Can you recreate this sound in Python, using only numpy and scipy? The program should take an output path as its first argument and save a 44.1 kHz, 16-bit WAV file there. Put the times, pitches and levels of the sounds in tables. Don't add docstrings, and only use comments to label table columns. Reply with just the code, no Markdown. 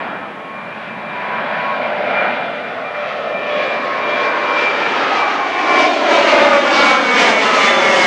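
import sys
import numpy as np
from scipy import signal
from scipy.fft import rfft, irfft, next_fast_len
from scipy.io import wavfile
from scipy.ndimage import uniform_filter1d, map_coordinates

SR = 44100
rng = np.random.default_rng(int(sys.argv[2]) if len(sys.argv) > 2 else 0)


def ratio_of_db(decibels):
    return 10 ** (np.asarray(decibels, float) / 20)


def unload_wav(signal):
    wavfile.write(
        sys.argv[1],
        SR,
        np.round(np.clip(np.atleast_2d(signal).T, -1, 1) * 32767).astype(np.int16),
    )


N = 355446
DURATION_S = N / SR

# start_s [s], shaft_hz [turns/s]
SHAFT_SPEED = [(0, 99.04), (.5, 99.04), (1, 98.7), (1.5, 99.05), (2.5, 99.2), (3, 98.9), (3.6, 99.03),
               (4.05, 98.45), (4.5, 98.38), (5, 97.9), (5.5, 97.05), (6, 96.25), (6.5, 95.56),
               (6.75, 94.45), (7, 93.6), (7.5, 92.39), (8.06, 90.26)]
# start_s [s], lag_ms [ms]
ECHO_DELAY = [(0, 1.2), (1.5, 1.25), (2.5, 1.42), (3.5, 1.66), (4, 1.8), (5, 2.36), (6, 2.92), (6.5, 3.37),
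              (7, 3.8), (7.5, 4.7), (8.06, 5.4)]
# centre_s [s], half_length_s [s], level_db [dB]
AIR_GUSTS = [(0.42, 0.25, -5), (0.88, 0.34, -4), (1.64, 0.9, 4), (2.24, 0.15, 4), (2.82, 0.47, -3.5),
             (3.62, 0.18, 3), (4.2, 0.11, 3), (4.56, 0.15, 1), (4.97, 0.23, 1.5), (5.48, 0.16, -4.5),
             (5.79, 0.1, 5.5), (6.0, 0.12, -0.7), (6.16, 0.1, 1.5), (6.42, 0.18, 3), (6.62, 0.045, -1.5),
             (6.8, 0.08, 1.3), (6.85, 0.11, 1.35), (7.06, 0.08, -1.5), (7.26, 0.11, 2.5), (7.95, 1, -3.5)]


def airliner():
    # start_s [s], strength [0-1]
    reflection = [(.8, .25), (1.6, .4), (3.3, .66), (4.1, .32), (4.8, .35), (5.6, .55), (6.2, .72),
                  (7, .74), (7.35, .52), (7.8, .68)]
    t = np.arange(N) / SR
    turns = np.cumsum(curves(SHAFT_SPEED, t)[0]) / SR
    roar = ground(engines(turns, t), t, curves(reflection, t)[0])
    return air(roar) + ground(whine(turns, t), t, strength=0.62)


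def engines(turns, t):
    # shaft_order [-], far_db [dB], overhead_db [dB]
    buzz_saw = [(12, -28, -29), (14, -27, -25), (15, -30, -27), (16, -31, -40), (17, -30, -33),
                (18, -27, -26), (19, -30, -30), (21, -33, -30), (22, -33, -25), (23, -32, -27),
                (25, -30, -25), (26, -28, -25), (27, -31, -31), (29, -40, -26), (30, -40, -24),
                (31, -35, -27), (32, -36, -27), (33, -35, -28), (35, -29, -33), (39, -27, -30),
                (42, -31, -30), (45, -33, -28), (47, -31, -30), (54, -33, -29)]
    near = approach(t)
    out = rng.standard_normal(N)
    for order, far_db, near_db in buzz_saw:
        level_db = far_db + (near_db - far_db) * near + 2.5 * wobble(2)
        out = out + ratio_of_db(level_db) * tone(turns, order, steady=.5, rate=4 + order / 2)
    return out


def whine(turns, t):
    # shaft_order [-], far_db [dB], overhead_db [dB]
    fan_tones = [(6, -25.5, -24), (10, -24.5, -45), (11, -23, -28), (13, -31, -26), (24, -24.5, -20),
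                 (34, -44, -34.5), (38, -46, -31), (48, -59, -46.5)]
    # centre_s [s], half_length_s [s], level_db [dB]
    blade_twinkle = [(0.19, 0.57, -5), (0.53, 0.12, 5), (0.8, 0.047, -12), (1.4, 0.3, -4.5),
                     (2.01, 0.15, -7), (2.18, 0.063, 10.8), (2.77, 0.06, -22), (3.0, 0.48, 6.5),
                     (3.25, 0.21, -10), (3.37, 0.036, 12.5), (3.92, 0.13, -14), (4.05, 0.28, 7),
                     (4.64, 0.091, 9), (5.1, 0.099, -17), (5.21, 0.055, 11.5), (5.35, 0.047, -14),
                     (5.8, 0.11, 4), (5.97, 0.08, -10.5), (6.41, 0.34, -9), (6.97, 0.15, 5.5),
                     (7.55, 0.083, -13), (7.58, 0.19, 0), (7.77, 0.03, -14), (8.02, 0.053, 10.5)]
    # centre_s [s], shaft_order [-], half_length_s [s], level_db [dB]
    tone_swells = [(0.11, 6, 0.42, -4), (3, 6, 0.064, 6.9), (3.517, 6, 0.062, 6.5), (6.178, 6, 0.093, 2),
                   (7.313, 6, 0.49, -5.5), (7.59, 6, 0.14, 6.5), (0.44, 10, 0.63, -8),
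                   (1.73, 10, 0.077, 7.5), (3.0, 10, 0.12, 5), (3.19, 10, 0.1, -11), (7.84, 10, 0.12, 16.5),
                   (0.497, 11, 0.096, 6.5), (1.706, 11, 0.072, 10.2), (2.42, 11, 0.21, -20),
                   (3.39, 11, 0.13, -9), (6.415, 11, 0.13, -1), (7.444, 11, 0.16, 7.5),
                   (0.285, 13, 0.2, 13.5), (5.984, 13, 0.31, -12), (6.692, 13, 0.078, -9),
                   (7.656, 13, 0.087, 6.5), (3.57, 34, 0.22, 8.5), (4.19, 34, 0.084, 7),
                   (4.717, 34, 0.092, -9), (5.91, 34, 0.085, -4), (1.07, 38, 0.12, 4),
                   (5.706, 38, 0.075, -16), (7.173, 38, 0.12, 0), (7.67, 38, 0.18, 9),
                   (4.5, 48, .9, 6.5), (2.4, 48, .9, 2.5), (4.3, 10, 0.53, 5.5), (4.3, 11, 0.67, 0.5),
                    (1.24, 10, 0.15, 7), (5.5, 38, .4, -4), (3.22, 6, 0.093, -4), (5.7, 11, .3, 2.5),
                    (6.14, 24, 0.04, 7), (6.57, 24, .05, 5.5), (6.74, 24, .05, -2), (6.9, 24, .05, 3.5),
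                    (2.9, 24, .12, 0.5), (3.5, 24, .06, 2), (7.68, 24, .06, -3.5), (1.7, 10, .1, 1.5),
                    (7, 38, 0.72, -2.5), (1.2, 48, .9, 2.5), (3.3, 48, .5, 3.5), (.25, 13, .12, -3),
                    (6.15, 11, .12, -4.5), (1.45, 6, .1, 5), (4.5, 6, .4, 2.5), (6.4, 38, .15, -3.5),
                    (7.85, 38, .1, 4)]
    blades = 24
    s = np.linspace(0, DURATION_S, 900)
    near = approach(s)
    shaft_hz = curves(SHAFT_SPEED, s)[0]
    out = 0
    for order, far_db, near_db in fan_tones:
        own = [(a, half, db) for a, k, half, db in tone_swells if k == order]
        if order == blades:
            own = [*blade_twinkle, *own]
        level_db = far_db + (near_db - far_db) * near + bumps(own, s) + path_db(order * shaft_hz, s)
        steady = .86 if order == blades else .9 - order / 100
        out = out + ratio_of_db(np.interp(t, s, level_db)) * tone(turns, order, steady, 5 + .8 * order)
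    return out


def tone(turns, order, steady, rate):
    scattered = unit(wobble(rate) + 1j * wobble(rate))
    carrier = np.exp(2j * np.pi * order * turns + 1j * wobble(rate))
    return np.sqrt(2) * np.real(carrier * (np.sqrt(steady) + np.sqrt(1 - steady) * scattered))


def approach(t):
    return np.clip((t - 2.5) / 4, 0, 1)


def ground(x, t, strength):
    dull = coloured(x, [(600, 0), (1400, -3), (2600, -10), (5000, -22)])
    lag_ms = curves(ECHO_DELAY, t)[0] + .015 * wobble(5)
    echo = map_coordinates(dull, [np.arange(N) - lag_ms * SR / 1000], order=1, mode="nearest")
    return x + strength * echo


def air(x):
    # frequency_hz [Hz], level_db [dB per Hz]
    jet_spectrum = [(60, -70.5), (115, -16), (165, -15), (250, -3.5), (400, -5), (650, 1), (1300, -4),
                    (2100, -5), (3500, -13), (6300, -20), (9000, -36), (10500, -53.5), (12500, -70.5)]
    # centre_s [s], half_length_s [s], level_db [dB]
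    treble_sparkle = [(2.6, 0.75, 2), (3.64, 0.024, 3.5), (4.6, 0.048, 5), (5.6, .1, 0.5), (5.98, 0.086, 1),
                      (6.12, 0.038, 2), (6.63, 0.048, -1.5), (6.76, 0.041, 1.5), (7.05, 0.072, -0.5),
                      (7.25, 0.079, 3.5), (7.44, .06, -1.5), (7.56, 0.024, 2.5), (7.65, .06, 3),
                      (7.79, 0.036, -2), (7.9, 0.064, 2), (8.02, 0.085, 1.5)]
    loss_db_per_km, power, knee_hz = 8.5, 2.25, 7060
    hz, t, z = signal.stft(x, SR, nperseg=1024)
    f = hz[:, None]
    loss_per_km = loss_db_per_km * (f / 4000) ** power / np.hypot(1, (f / knee_hz) ** power)
    loss_db = loss_per_km * (distance_km(t) - distance_km(DURATION_S))
    patches = rng.standard_normal(z.shape)
    for axis in (0, 1):
        patches = uniform_filter1d(patches, size=14, axis=axis)
    gain_db = along(jet_spectrum, hz)[:, None] + path_db(f, t) - loss_db + 0.89 * unit(patches)
    shimmer = .7 * wobble(9) + 1.1 * wobble(20)
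    shimmer = shimmer[np.minimum(t * SR, N - 1).astype(int)]
    treble_share = along([(1200, 0), (4000, 1)], hz)[:, None]
    gain_db = gain_db + (shimmer + bumps(treble_sparkle, t)) * treble_share
    return signal.istft(z * ratio_of_db(gain_db + 0.28), SR, nperseg=1024)[1][:N]


def path_db(hz, t):
    # centre_s [s], frequency_hz [Hz], half_length_s [s], level_db [dB]
    octave_eddies = [(1.08, 780, 0.58, -5.5), (1.39, 1080, 0.15, 3), (2.31, 6040, 0.23, -4),
                     (2.52, 925, 0.23, -3.5), (3.644, 1130, 0.14, -5.5), (3.994, 690, 0.067, -2.5),
                     (5.31, 410, 0.16, -0.5), (5.32, 990, 0.3, 4), (5.888, 1570, 0.19, -5),
                     (6.316, 500, 0.26, 4.5), (7.398, 810, 0.39, -2), (.01, 3170, .16, 3.5),
                     (0.186, 810, 0.034, -5), (.77, 300, 0.18, -5), (1.4, 470, 0.14, 5),
                     (1.55, 300, 0.36, -5.5), (2.01, 1160, .12, -4), (2.04, 490, .17, 5.5),
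                     (2.2, 1500, .1, 3.5), (2.59, 340, 0.16, 3.5), (3.35, 1730, .12, -5.5),
                     (3.66, 300, 0.39, 3), (4.38, 300, 0.095, 4), (4.54, 1340, .16, 3.5),
                     (6.17, 750, 0.12, 2), (5.754, 750, 0.069, 0.5), (6.8, 4000, .1, 3),
                     (7.09, 310, 0.1, 2.5), (7.58, 540, 0.36, 2), (6.85, 550, 0.052, -2.5)]
    spread = -20 * np.log10(distance_km(t) / distance_km(DURATION_S))
    gust_share = along([(200, .55), (600, 0.97), (2000, 1), (5000, 1.08)], hz)
    level_db = spread + bumps(AIR_GUSTS, t) * gust_share
    for s, mid_hz, half, db in octave_eddies:
        octaves = np.log2((hz + 1) / mid_hz)
        level_db = level_db + bumps([(s, half, db)], t) * np.exp(-(octaves / 0.55) ** 2)
    return level_db


def distance_km(t):
    altitude_m, mic_height_m, sound_m_per_ms = 300, 1.43, .343
    path_difference_m = curves(ECHO_DELAY, t)[0] * sound_m_per_ms
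    return altitude_m * 2 * mic_height_m / path_difference_m / 1000


def bird():
    # start_s [s], pitch_hz [Hz], length_s [s], level_db [dB]
    ticks = [
        (3.535, 7500, .03, -61),
        (3.665, 7620, .02, -59),
        (3.69, 7600, 0.031, -58),
        (3.815, 7640, .06, -60),
    ]
    out = np.zeros(N)
    for s, hz, length, db in ticks:
        u = np.linspace(0, 1, int(length * SR))
        cycles = hz * length * (u - .006 * u * u)
        out[int(s * SR):][:len(u)] += ratio_of_db(db) * np.sin(np.pi * u) * np.sin(2 * np.pi * cycles)
    return out


def heath():
    # frequency_hz [Hz], level_db [dB per Hz]
    rumble_spectrum = [(30, -23), (60, -11.5), (100, -1.5), (150, -4), (220, 5), (330, -19.5), (600, -37),
                       (2000, -120)]
    # frequency_hz [Hz], level_db [dB per Hz]
    murmur_spectrum = [(30, -20), (60, -6), (100, 5.5), (140, -11), (300, -60)]
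    t = np.arange(N) / SR
    level_db = np.interp(distance_km(t), (.5, 2), (-65, -38.5))
    level_db = level_db + 0.56 * bumps(AIR_GUSTS, t) + 0.5 * wobble(4)
    return ratio_of_db(level_db) * noise(rumble_spectrum) + ratio_of_db(-45.5) * noise(murmur_spectrum)


def noise(spectrum):
    return unit(coloured(rng.standard_normal(N), spectrum))


def coloured(x, spectrum):
    m = next_fast_len(N + 8192)
    return irfft(rfft(x, m) * ratio_of_db(along(spectrum, np.fft.rfftfreq(m, 1 / SR))), m)[:N]


def wobble(rate):
    return map_coordinates(rng.standard_normal(900), [np.arange(N) * rate / SR])


def bumps(rows, t):
    return sum((db * np.exp(-((t - s) / half) ** 2) for s, half, db in rows), 0 * t)


def unit(x):
    return x / np.sqrt(np.mean(np.abs(x) ** 2) + 1e-20)


def along(points, hz):
    f, v = np.transpose(points)
    return np.interp(np.log(hz + 1), np.log(f + 1), v)


def curves(rows, t):
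    s, *cols = np.transpose(rows)
    return [np.interp(t, s, c) for c in cols]


def scene():
    return (airliner() + heath() + bird())[None]


def roll_off(x):
    return signal.sosfilt(signal.butter(12, 12900, fs=SR, output="sos"), x)


def record(dry):
    # frequency_hz [Hz], level_db [dB]
    bass_cut = [(30, -40.5), (70, -22.5), (110, -9.5), (150, 1.5)]
    # frequency_hz [Hz], level_db [dB]
    band_limit = [(9500, 0), (11500, -2), (12600, -6), (14000, -40)]
    # frequency_hz [Hz], level_db [dB per Hz]
    hiss_spectrum = [(20, 1.5), (200, -2.5), (4000, 10.5), (9000, -1), (11500, -2), (13000, -32),
                     (16000, -76)]
    x = coloured(dry[0], bass_cut) * np.clip(np.arange(N) / 150, 0, 1)
    top = np.where(x > 0, .97, .965)
    x = x / (1 + np.abs(x / top) ** 6) ** (1 / 6)
    x = coloured(x, band_limit) + ratio_of_db(-58.5) * noise(hiss_spectrum)
    return roll_off(x[None])


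dry = scene()
out = record(dry)
unload_wav(out)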